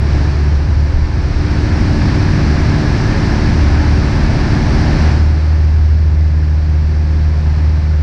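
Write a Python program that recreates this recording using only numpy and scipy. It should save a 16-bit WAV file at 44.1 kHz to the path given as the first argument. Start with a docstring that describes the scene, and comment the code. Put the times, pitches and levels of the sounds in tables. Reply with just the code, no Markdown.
"""A four-cylinder engine and its two-blade propeller, from one microphone inside a light aircraft in flight.
Blade passes and firings boom close around the seat, over a stack of shaft orders and a faint clatter.
Just outside, air buffets the hull, drums on the panels, hisses and whistles through leaks. Rough air
loads the blades and swells the rush from about 1 s to 5 s, then drops away; the propeller speeds up a
little."""
import sys
import numpy as np
from scipy import signal
from scipy.fft import rfft, irfft, next_fast_len
from scipy.io import wavfile
from scipy.ndimage import uniform_filter1d, minimum_filter1d

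SR = 44100
rng = np.random.default_rng(int(sys.argv[2]) if len(sys.argv) > 2 else 0)


def int16_out(signal):
    """Quantize to a 16-bit WAV file."""
    q = np.round(np.clip(np.atleast_2d(signal).T, -1, 1) * 32767)
    wavfile.write(sys.argv[1], SR, q.astype(np.int16))


N = 353682

# propeller shaft: (time [s], speed [turns/s])
SHAFT_SPEED = [(0, 36.35), (.3, 36.23), (.75, 36.2), (1.5, 37.25), (2.5, 37.22), (3.25, 36.7), (4.5, 37.02),
               (4.75, 37.24), (5.15, 38.0), (5.5, 38.42), (6, 38.42), (6.4, 38.2), (7.25, 38.1),
               (8.02, 38.2)]
# cabin boom at the microphone: (time [s], deep tone level [dB], octave level [dB])
BOOM_LEVELS = [(0, -12, -23), (.3, -11, -22.5), (.9, -12.5, -29), (1.3, -18, -42), (1.65, -21, -31),
               (2.2, -21.5, -20), (2.7, -20, -18), (3.05, -30, -25.5), (3.4, -16, -33), (3.65, -10.5, -43),
               (4.15, -15, -23.5), (4.76, -24, -20), (5.05, -9.5, -20.5), (5.5, -10.5, -27), (5.9, -8, -29),
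               (6.4, -11.5, -24.5), (8.02, -10.5, -24.5)]
# engine and propeller lines; half orders come from unequal cylinders:
# (order [x shaft speed], relative level unloaded [dB], relative level at full load [dB])
SHAFT_ORDERS = [(1, -34, -22), (1.5, -36, -28), (2.5, -33.5, -35), (3, -33, -22.5), (3.5, -38, -27.5),
                (4.5, -40, -28.5), (5, -45, -37), (5.5, -53, -39), (6, -40, -26), (7, -51, -35),
                (7.5, -57, -41), (9, -56, -41), (10, -46, -34), (12, -59, -47), (14, -46.5, -48),
                (15, -51, -45), (16, -56, -52), (16.5, -57, -51), (17, -59, -50), (18, -59, -46),
                (18.5, -52, -52), (20.5, -65, -48), (26.5, -57, -49), (31, -61, -53), (40, -63, -49)]
# engine clatter: (frequency at the opening shaft speed [Hz], half-order level re the air rush [dB])
CLATTER_SPECTRUM = [(400, -31.5), (520, -33), (750, -29.5), (1100, -30), (1500, -34.5), (2000, -38.5)]
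# air rush along the hull: (time [s], relative level [dB])
AIR_RUSH = [(0.03, -30), (0.14, -27.5), (0.6, -31.5), (1.11, -31.5), (1.55, -27), (2.1, -25), (3.2, -24),
            (3.9, -25.5), (4.6, -24.5), (5.08, -24), (5.27, -31), (6.08, -36), (6.8, -35.5), (7.55, -33.5),
            (7.93, -35)]
# buffeting of the hull: (frequency [Hz], relative density [dB])
BUFFET_SPECTRUM = [(8, -21), (18, -12.5), (30, -6.5), (55, -3), (85, 0), (115, -4.5), (150, -10.5),
                   (200, -18.5), (400, -41)]
# drumming of the cabin panels: (frequency [Hz], relative density [dB])
PANEL_SPECTRUM = [(60, -29), (120, -13), (165, -10), (220, -2), (275, 0.5), (325, 0), (390, -2.5),
                  (440, -9.5), (500, -32.5), (900, -49)]
# harder drumming on a first gust and as the rush drops: (peak time [s], half length [s], lift [dB])
PANEL_SWELLS = [(0.197, 0.41, 2.7), (5.25, .25, 2)]
# air hiss as heard from inside: (frequency [Hz], relative density [dB])
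HISS_SPECTRUM = [(150, 2), (480, -3), (600, -1.5), (850, -3), (1250, -5.5), (1650, -4.5), (2350, -8),
                 (3100, -15.5), (3700, -16.5), (4400, -11.5), (5600, -14), (6700, -27), (8900, -35.5),
                 (10200, -44.5), (11500, -58)]
# hollow ring of the cabin and its leaks: (centre [Hz], width [Hz], lift [dB])
CABIN_RESONANCES = [(558, 29, 3), (737, 26, 1.5), (877, 55, 3.5), (1540, 61, 1.5), (1668, 52, 2),
                    (1806, 82, 5.5), (1854, 90, -4), (2100, 70, 1.5), (3920, 110, 2)]
# swells in the hollow middle of the rush: (peak time [s], half length [s], centre [Hz], lift [dB])
HOWL_SWELLS = [(.12, .22, 860, 3), (1.0, .45, 860, 2), (3.25, .15, 980, 2), (3.8, .13, 820, 3.5),
               (4.4, .3, 690, 3), (5.0, .25, 700, 2.3), (7.6, .2, 860, 2.8)]
# swells of the leak's whistle: (peak time [s], half length [s], lift [dB])
WHISTLE_SWELLS = [(2.7, .4, 5.5), (4.8, .35, 3)]
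# single gusts against the hull: (peak time [s], half length [s], level [dB])
GUST_THUDS = [(.1, .13, -18), (0.997, .06, -12.5), (1.14, 0.045, -20), (1.329, 0.058, -22)]
# their dull body: (frequency [Hz], relative density [dB])
THUD_SPECTRUM = [(8, -13), (17, -6), (28, 1), (42, -9)]
# thrum of the roof overhead: (frequency [Hz], relative density [dB])
THRUM_SPECTRUM = [(100, -22.5), (150, -0.5), (178, -0.5), (235, -4), (275, -14), (340, -28)]

TIME_S = np.arange(N) / SR


def undb(db):
    """Decibels to gain."""
    return 10 ** (np.asarray(db) / 20)


def curves(table):
    """Each column of a table, joined by straight lines in time."""
    times, *columns = np.transpose(table)
    return [np.interp(TIME_S, times, column) for column in columns]


def ramp(start_s, length_s):
    """A straight rise from 0 to 1, then held."""
    return np.clip((TIME_S - start_s) / length_s, 0, 1)


def swell(peak_s, half_s):
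    """A bell-shaped rise and fall, 0-1."""
    return np.exp(-((TIME_S - peak_s) / half_s) ** 2)


def walk(rate_hz):
    """Random levels held 1 / rate_hz seconds and smoothed twice; spread near 1."""
    hold = int(SR / rate_hz)
    held = np.repeat(rng.standard_normal(N // hold + 1), hold)
    return np.sqrt(2) * uniform_filter1d(uniform_filter1d(held, hold), hold)[:N]


def noise(spectrum, resonances=()):
    """Noise of rms 1 with a smooth spectrum and any resonances on top."""
    size = next_fast_len(N, True)
    bin_hz = np.maximum(np.fft.rfftfreq(size, 1 / SR), 1)
    hz, db = np.transpose(spectrum)
    shape_db = np.interp(np.log(bin_hz), np.log(hz), db)
    shape_db -= 60 * np.log10(np.maximum(bin_hz / hz[-1], 1))  # 60 dB a decade above the last row
    for centre, width, lift in resonances:
        shape_db += lift / (1 + (2 * (bin_hz - centre) / width) ** 2)
    shaped = irfft(rfft(rng.standard_normal(size)) * undb(shape_db), size)[:N]
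    return shaped / shaped.std()


def partial(turns, order, db):
    """One sine locked to the shaft, at an rms level."""
    return np.sqrt(2) * undb(db) * np.sin(2 * np.pi * order * turns)


def blade_load(start_s, build_s, before=.22, after=.025):
    """Load on the blades, 0-1: light at first, full in the rough air, almost none after it."""
    rising = before + (1 - before) * ramp(start_s, build_s)
    release = ramp(start_s=5.04, length_s=.34)
    return rising * (1 - release) + after * release


def cabin_boom(turns, flutter_db=.4):
    """Two blades and two firings a turn press on the cabin: a firm deep tone and its octave."""
    deep_db, octave_db = curves(BOOM_LEVELS)
    # the octave slips in the rough air: it first sharpens the deep tone's crests, later its troughs
    eased = np.sin(np.pi / 2 * ramp(start_s=1.2, length_s=4.3)) ** 2
    slip_turns = (2 * eased - 1) / 16
    deep = partial(turns, 2, deep_db + flutter_db * walk(14))
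    octave = partial(turns + slip_turns, 4, octave_db + flutter_db * walk(10))
    return deep + octave


def propeller_drone(turns, start_s=.8, build_s=.85, calm_db=-40.5, loaded_db=-26, sag_db_per_s=.06):
    """The fourth harmonic of the blade passes rises above the rumble under load, then slowly sags."""
    order, waver_db, wander_cycles = 8, .8, .025
    held_s = np.maximum(TIME_S - start_s - build_s, 0)
    db = calm_db + blade_load(start_s, build_s) * (loaded_db - calm_db - sag_db_per_s * held_s)
    phase = wander_cycles * walk(6)
    return partial(turns + phase / order, order, db + waver_db * walk(6))


def engine_orders(turns, load, gain_db=.3, waver_db=1., wander_cycles=.03):
    """Most of the other orders grow with the load; turbulence makes each waver in level and phase."""
    unsteady = 1 - load / 2  # driven hard, the lines hold firmer
    stack = 0
    for order, calm_db, loaded_db in SHAFT_ORDERS:
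        phase = rng.random() + wander_cycles * unsteady * walk(8)
        db = calm_db + load * (loaded_db - calm_db) + waver_db * unsteady * walk(6)
        stack += partial(turns + phase / order, order, db)
    return undb(gain_db) * stack


def engine_clatter(turns, air_db):
    """Valves and pistons repeat one noisy pattern every two turns: a dense comb of weak half orders."""
    hz, db = np.transpose(CLATTER_SPECTRUM)
    cycle_turns = np.linspace(0, 2, 2049)
    orders = np.arange(11.5, 55, .5)
    levels_db = np.interp(np.log(orders * SHAFT_SPEED[0][1]), np.log(hz), db)
    pattern = sum(partial(cycle_turns + 2 * rng.random(), order, level_db)
                  for order, level_db in zip(orders, levels_db))
    return np.interp(turns % 2, cycle_turns, pattern) * undb(air_db)


def hull_buffet(load, calm_db=-25.7, loaded_db=-13, gustiness_db=.5):
    """Gusts shake the hull all around the microphone, harder in rough air."""
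    db = calm_db + np.cbrt(load) * (loaded_db - calm_db) + gustiness_db * walk(3.7)
    return noise(BUFFET_SPECTRUM) * undb(db)


def panel_drumming(air_db, load, offset_db=-.77, load_trim_db=-.1):
    """Passing air and propeller wash drum on the panels, an arm's length away."""
    lift_db = sum(db * swell(peak_s, half_s) for peak_s, half_s, db in PANEL_SWELLS)
    return noise(PANEL_SPECTRUM) * undb(air_db + offset_db + load_trim_db * load + lift_db)


def air_hiss(air_db, offset_db=1.1, howl_width_hz=240, waver_db=.5):
    """Air hisses along the hull and through leaks; each swell lifts a hollow band in its middle."""
    hiss = noise(HISS_SPECTRUM, CABIN_RESONANCES)
    howls = 0
    for peak_s, half_s, hz, db in HOWL_SWELLS:
        band = signal.lfilter(*signal.iirpeak(hz, hz / howl_width_hz, fs=SR), hiss)
        lift_db = (db + waver_db * walk(4)) * swell(peak_s, half_s)
        howls += band * (undb(lift_db) - 1)
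    return (hiss + howls) * undb(air_db + offset_db)


def leak_whistle(air_db, centre_hz=1671, width_hz=22, offset_db=-18.8):
    """Air through a leak sings in a narrow, breathy band that swells twice in the rough air."""
    resonator = signal.iirpeak(centre_hz, centre_hz / width_hz, fs=SR)
    band = signal.lfilter(*resonator, noise(HISS_SPECTRUM))
    lift_db = sum(db * swell(peak_s, half_s) for peak_s, half_s, db in WHISTLE_SWELLS)
    return band / band.std() * undb(air_db + offset_db + lift_db)


def gust_thuds():
    """Single gusts bump the hull softly, once at the start and again as the air turns rough."""
    envelope = sum(undb(db) * swell(peak_s, half_s) for peak_s, half_s, db in GUST_THUDS)
    return noise(THUD_SPECTRUM) * envelope


def roof_thrum(load, loaded_db=-26, lift_db=7.5):
    """Gusts set the roof thrumming over the microphone, hardest as the rough air sets in."""
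    db = loaded_db + lift_db * swell(peak_s=2.05, half_s=.4)
    return noise(THRUM_SPECTRUM) * load ** 3 * undb(db)


def scene():
    """Engine, propeller and air meet at one spot in the cabin, in mono."""
    shaft_hz, = curves(SHAFT_SPEED)
    air_db, = curves(AIR_RUSH)
    load = blade_load(start_s=1.03, build_s=.84)
    turns = np.cumsum(shaft_hz) / SR
    tones = cabin_boom(turns) + propeller_drone(turns) + engine_orders(turns, load)
    clatter = engine_clatter(turns, air_db)
    hull = hull_buffet(load) + panel_drumming(air_db, load) + roof_thrum(load) + gust_thuds()
    rush = air_hiss(air_db) + leak_whistle(air_db)
    return (tones + clatter + hull + rush)[None]


def record(dry, ceiling=.67, hold_s=.015, split_hz=400, top_hz=15600):
    """After the microphone, a look-ahead limiter holds down the bass peaks and the top is cut."""
    bass = signal.sosfiltfilt(signal.butter(2, split_hz, fs=SR, output="sos"), dry)
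    hold = int(hold_s * SR)
    allowed_gain = np.minimum(1, ceiling / (np.abs(bass) + 1e-9))
    gain = uniform_filter1d(minimum_filter1d(allowed_gain, hold), hold)
    limited = dry - bass + gain * bass
    return signal.sosfilt(signal.ellip(8, .2, 70, top_hz, fs=SR, output="sos"), limited)


dry = scene()
out = record(dry)
int16_out(out)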